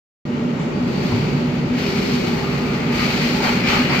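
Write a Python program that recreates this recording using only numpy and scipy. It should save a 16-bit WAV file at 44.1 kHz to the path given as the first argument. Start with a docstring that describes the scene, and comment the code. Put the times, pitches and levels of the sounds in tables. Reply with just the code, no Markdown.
"""A long steel frame is dragged over the concrete of a big factory hall, in pulls that grow louder.
Stick-slip clicks ring the steel: grit hisses, the bars rasp and sing and, near the end, judder and clank.
All round a stereo phone microphone, ducts rumble with turbulent air and extraction fans add wavering tones.
Early on come a soft knock and a booming thump. The hall's echoes smear the scrape, clanks and knock."""
import sys
import numpy as np
from scipy import signal
from scipy.fft import rfft, irfft
from scipy.io import wavfile

SR = 44100
rng = np.random.default_rng(int(sys.argv[2]) if len(sys.argv) > 2 else 0)


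def dump_mix(stems):
    """Bounce the given channels to the path in sys.argv[1] as a 16-bit WAV at rate SR."""
    frames = np.atleast_2d(stems).T  # one column per channel
    limited = np.clip(frames, -1, 1)  # hard clip at full scale
    pcm = np.round(limited * 32767).astype(np.int16)
    wavfile.write(sys.argv[1], SR, pcm)


N = 176400


def undb(db):
    return 10 ** (np.asarray(db) / 20)


def unit(x):
    return x / np.sqrt(np.mean(x ** 2))


def bins_hz():
    return np.maximum(np.arange(N // 2 + 1) * SR / N, 1)


def over_hz(points):
    """Gain per frequency from rows of freq_hz, level_db."""
    hz, db = np.array(points).T
    return undb(np.interp(np.log(bins_hz()), np.log(hz), db))


def over_time(rows):
    """One gain curve for each level_db column after time_s."""
    times, *columns = np.array(rows).T
    return [undb(np.interp(np.arange(N) / SR, times, db)) for db in columns]


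def colour(x, gain):
    return irfft(rfft(x) * gain, N)


def pan(x, points):
    """Tilt each frequency to the left or right."""
    left = np.sqrt(over_hz(points))
    return colour(x, np.array([left, 1 / left]))


def resonance(hz, width_hz):
    return 1 / (1 + 2j * (bins_hz() - hz) / width_hz)


def walk(rate_hz):
    """Smooth random drift with spread 1."""
    return unit(colour(rng.standard_normal(N), np.exp(-(bins_hz() / rate_hz) ** 2)))


def burst(start_s, db, decay_s, response):
    """A blow: coloured noise that starts at once and dies away."""
    age = np.arange(N) / SR - start_s
    noise = unit(colour(rng.standard_normal(N), response))
    return noise * (age > 0) * np.exp(-abs(age) / decay_s) * undb(db)


def hall(x, near_decay_s=.013, t60_s=.71, build_s=.0056, right_lag_s=.00006):
    """At the microphone, quick echoes off floor and machines and a long tail outweigh the direct sound."""
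    t = np.arange(N) / SR
    direct_gain, tail_gain = undb(-5), undb(-1)
    near = rng.standard_normal((2, N)) * np.exp(-t / near_decay_s)
    tail = rng.standard_normal((2, N)) * undb(-60 * t / t60_s) * (1 - np.exp(-t / build_s))
    echoes = (unit(near) + tail_gain * unit(tail)) / np.sqrt(N)
    direct = np.array([x, colour(x, np.exp(-2j * np.pi * bins_hz() * right_lag_s))])
    wet = signal.fftconvolve(x[None], echoes, axes=1)[:, :N]
    return (direct_gain * direct + wet) / np.sqrt(1 + direct_gain ** 2 + tail_gain ** 2)


# Colour of the duct roar that fills the hall: freq_hz, level_db
ROAR_SPECTRUM = [(20, -44.5), (35, -18.5), (48, -10.5), (68, -9.5), (80, -12.5), (105, -9), (135, -1),
                 (205, 1), (222, -1.5), (250, -0.5), (285, -6.5), (370, -5.5), (480, -11), (680, -19),
                 (870, -16), (1050, -21.5), (1300, -19.5), (1700, -27), (2300, -23), (3200, -32),
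                 (5000, -42), (7200, -45), (9500, -68.5), (15000, -67)]
# Its width at the microphone: freq_hz, side_minus_mid_db
ROAR_WIDTH = [(30, -28), (130, -20.5), (250, -13), (500, -7), (900, 0), (15000, -1.5)]
# Its lean to one side: freq_hz, left_minus_right_db
ROAR_BALANCE = [(100, -1.5), (600, -0.3), (1200, -1.5), (2500, 4.5), (6000, 9.5), (12000, -4)]
# Rise and fall of the whole roar, and of its deepest rumble: time_s, gain_db
ROAR_SWELL = [(.25, -28), (.35, -22.5), (.8, -21.5), (1.3, -19.5), (1.55, -22), (2.2, -22), (2.9, -21),
              (4, -20)]
BASS_SWELL = [(.3, -6), (1, -3), (1.7, -1.5), (2.3, 1), (4, -.5)]


def ventilation(flicker_db=.17, swell_db=.5):
    """Turbulent duct air: octaves swell together and flicker alone; the bass is alike left and right."""
    mid, side = rng.standard_normal((2, N))
    width = over_hz(ROAR_WIDTH)
    air = mid + colour(side, width) * np.array([[1], [-1]])
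    air = colour(air, over_hz(ROAR_SPECTRUM) / np.sqrt(1 + width ** 2))
    roar = 0
    for octave in range(4, 15):  # centred on 2 ** octave Hz
        band = np.maximum(1 - abs(np.log2(bins_hz()) - octave), 0)
        bass_gain = over_time(BASS_SWELL)[0] if octave < 7 else 1
        roar = roar + colour(air, band) * bass_gain * undb(flicker_db * walk(rate_hz=36))
    swell = undb(swell_db * walk(rate_hz=1.15)) * over_time(ROAR_SWELL)[0]
    return pan(unit(roar), ROAR_BALANCE) * swell


# Fans and motors around the hall: pitch_hz, width_hz, level_db, side_gain, steady_power_share
BLADE_TONES = [(242.1, 14, -25.5, 0.16, .55), (399, 5.8, -32, 0.43, .75), (590.6, 2.1, -43.5, 0.8, 0.69),
               (148.7, 7.3, -33, 0.13, 0.44), (1890, 6, -52, .8, .7), (2860, 5.1, -57.5, .8, 0.88)]
# The second tone swells midway: time_s, gain_db
WHINE_SWELL = [(1.7, -15.5), (1.9, 6.5), (2.3, 2.5), (2.6, -5), (3.1, -7.5), (3.4, -3)]


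def fans(waver_hz=1.0):
    """Blade tones and motor whines: a steady core and a wavering part scattered by the hall."""
    out = 0
    for k, (hz, width, db, side_gain, steady) in enumerate(BLADE_TONES):
        band = resonance(hz, 2 * width) ** 2
        mid, side = (unit(colour(noise, band)) for noise in rng.standard_normal((2, N)))
        pitch_hz = hz + waver_hz * walk(rate_hz=2.56)
        core = unit(np.sin(2 * np.pi * np.cumsum(pitch_hz) / SR))
        scattered = np.sqrt(1 - steady) * mid + side_gain * side * np.array([[1], [-1]])
        swell = over_time(WHINE_SWELL)[0] if k == 1 else 1
        out = out + undb(db) * (np.sqrt(steady) * core + scattered) * swell
    return out


# Colour of a knock out in the hall: freq_hz, level_db
KNOCK_SPECTRUM = [(400, 3), (800, 7), (2400, -1), (4000, -9), (7000, -9), (9500, -30), (15000, -44)]


def knock():
    """One soft blow that reaches the microphone mostly as echo."""
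    return hall(burst(start_s=.592, db=-31, decay_s=.05, response=over_hz(KNOCK_SPECTRUM)))


def slips(per_s=500, scatter_db=1.5, chatter_hz=57, chatter_db=1.5):
    """Steel sticks and slips on concrete: dense clicks of uneven, fluttering strength."""
    hit = rng.random(N) < per_s / SR
    size = undb(scatter_db * np.minimum(rng.exponential(size=N), 4))
    polarity = np.sign(rng.standard_normal(N))
    return hit * size * polarity * undb(chatter_db * walk(chatter_hz))


# The pulls across the floor: time_s, grit_db, rasp_db, judder_db
PULLS = [(.7, -49.5, -59, -48.5), (.82, -45.5, -52, -49), (.89, -40, -42.5, -42), (1.08, -36, -34.5, -44),
         (1.35, -41.5, -38.5, -64), (1.7, -43.5, -41, -52), (1.78, -34, -30, -39), (1.89, -32, -30.5, -37),
         (2.15, -32, -32.5, -36.5), (2.35, -34, -33, -31.5), (2.89, -38, -32.5, -34),
         (2.95, -29.5, -27.5, -31), (3.08, -28, -25.5, -30.5), (3.24, -27.5, -25.5, -33.5),
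         (3.39, -31.5, -32.5, -31.5), (3.445, -26.5, -24, -22), (3.53, -29, -26.5, -29),
         (3.63, -38, -29.5, -36), (3.675, -25, -18.5, -28), (3.74, -25.5, -21, -22.5),
         (3.84, -33.5, -27, -32.5), (3.92, -30, -23, -22), (4, -27, -22.5, -28.5)]
# Colours of the grit's hiss, the bars' rasp and their low judder: freq_hz, level_db
GRIT_SPECTRUM = [(1500, -34), (3000, -4), (3900, -3.5), (4350, 2), (4950, -4.5), (6000, -11.5),
                 (7500, -17.5), (9500, -27.5), (11000, -26.5), (13000, -21.5), (15500, -25)]
RASP_SPECTRUM = [(600, -35), (1200, -11), (1700, -4), (2100, -0.5), (2450, -.7), (2900, -3.5),
                 (3500, -12.5), (4500, -25), (7000, -39), (10000, -58)]
JUDDER_SPECTRUM = [(300, -12), (550, -3), (720, 0.5), (850, 1.5), (1050, 0), (1250, -0.5), (1600, -2),
                   (2500, -13), (5000, -27), (10000, -66)]
# Modes of the steel frame: pitch_hz, width_hz, gain_db
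STEEL_MODES = [(860, 54, 6), (1225, 42, 1), (1328, 34, 3), (2082, 16, 1), (2230, 21, -2), (2370, 62, -1),
               (2875, 35, 0), (4290, 63, -6), (4770, 160, 0.5), (5420, 43, 1)]
# How the frame's sound leans at the microphone: freq_hz, left_minus_right_db
FRAME_BALANCE = [(500, -7.5), (1000, -1.5), (2200, 5.5), (4500, 2), (7000, 8.5), (9500, -1.5),
                 (13000, -5.5)]


def dragged_frame(contacts=3):
    """Slips at each point of contact with the floor ring the frame as hiss, rasp and judder."""
    mode_power = sum(abs(undb(db) * resonance(hz, width)) ** 2 for hz, width, db in STEEL_MODES)
    steel = np.sqrt(1 + mode_power)
    responses = [over_hz(shape) * steel for shape in (GRIT_SPECTRUM, RASP_SPECTRUM, JUDDER_SPECTRUM)]
    out = 0
    for _ in range(contacts):
        clicks, ring = slips(), 0
        for k, (response, gain) in enumerate(zip(responses, over_time(PULLS))):
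            # neighbouring parts are a quarter cycle apart, so their powers add
            ring = ring + unit(colour(clicks, response * 1j ** k)) * gain
        out = out + hall(ring)
    return pan(out / np.sqrt(contacts), FRAME_BALANCE)


# The steel sings as it slides: start_s, length_s, pitch_hz, width_hz, level_db
STEEL_SQUEAKS = [(0.73, 0.16, 4560, 90, -50), (.9, .55, 4460, 220, -46), (1.83, 0.3, 5340, 110, -46),
                 (2.424, 0.49, 1216, 15, -39), (2.917, 0.18, 1219, 16, -32.5), (2.895, 0.17, 2610, 20, -39),
                 (3.365, 0.14, 862, 22, -29.5), (3.43, 0.65, 4290, 60, -41), (3.625, .11, 5420, 80, -43),
                 (3.685, .13, 1244, 13, -32)]


def squeaks(fade_s=.014):
    """Now and then friction holds one mode of the frame in a thin, rough tone."""
    t, out = np.arange(N) / SR, 0
    for start, length, hz, width, db in STEEL_SQUEAKS:
        ring = unit(colour(rng.standard_normal((2, N)), resonance(hz, 2 * width) ** 2))
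        held = np.clip(np.minimum(t - start, start + length - t) / fade_s + .5, 0, 1)
        out = out + ring * held * undb(db)
    return pan(out, FRAME_BALANCE)


# Colour of the thump, centred at the microphone: freq_hz, level_db
THUMP_SPECTRUM = [(50, -22), (108, -2), (170, -5), (230, -14), (300, -3), (450, -28), (900, -8),
                  (2000, -52), (5000, -35), (10000, -80)]


def thump():
    """One dull, low blow, heard without echo."""
    return burst(start_s=1.12, db=-25, decay_s=.055, response=over_hz(THUMP_SPECTRUM))


# The boom that the thump sets off: pitch_hz, rise_s, peak_db
LOW_MODES = [(107, 0.027, -19.5), (141, .15, -23.5), (252, .13, -27)]


def boom(start_s=1.115):
    """Low modes of something large swell after the thump and die away."""
    age = np.maximum(np.arange(N) / SR - start_s, 0)
    return sum(undb(db) * age / rise * np.exp(1 - age / rise) * np.sin(2 * np.pi * hz * age)
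               for hz, rise, db in LOW_MODES)


# Bars strike the concrete out in the hall: start_s, level_db, tilt_db_per_octave
BAR_DROPS = [(1.364, -36, -14), (3.44, -25.5, -4.5), (3.672, -31, -1), (3.735, -28, 4.5),
             (3.899, -22, -1.5)]


def clanks(decay_s=.026, tilt_from_hz=810):
    """A bar drops and rattles for a moment, ringing the modes of the frame."""
    steel = sum(undb(db) * resonance(hz, 2 * width) ** 2 for hz, width, db in STEEL_MODES)
    octaves = np.log2(np.maximum(bins_hz() / tilt_from_hz, 1))
    rattles = sum(burst(start, db, decay_s, steel * undb(tilt * octaves)) for start, db, tilt in BAR_DROPS)
    return pan(hall(rattles), FRAME_BALANCE)


def scene():
    return ventilation() + fans() + dragged_frame() + clanks() + squeaks() + knock() + thump() + boom()


def record(dry, start_s=.252, top_hz=15550):
    """The phone in the hall starts abruptly and cuts the highest treble."""
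    running = np.clip((np.arange(N) / SR - start_s) / .001, 0, 1)
    lowpass = signal.ellip(10, .2, 80, top_hz, fs=SR, output="sos")
    return signal.sosfilt(lowpass, dry * running)


dry = scene()
out = record(dry)
dump_mix(out)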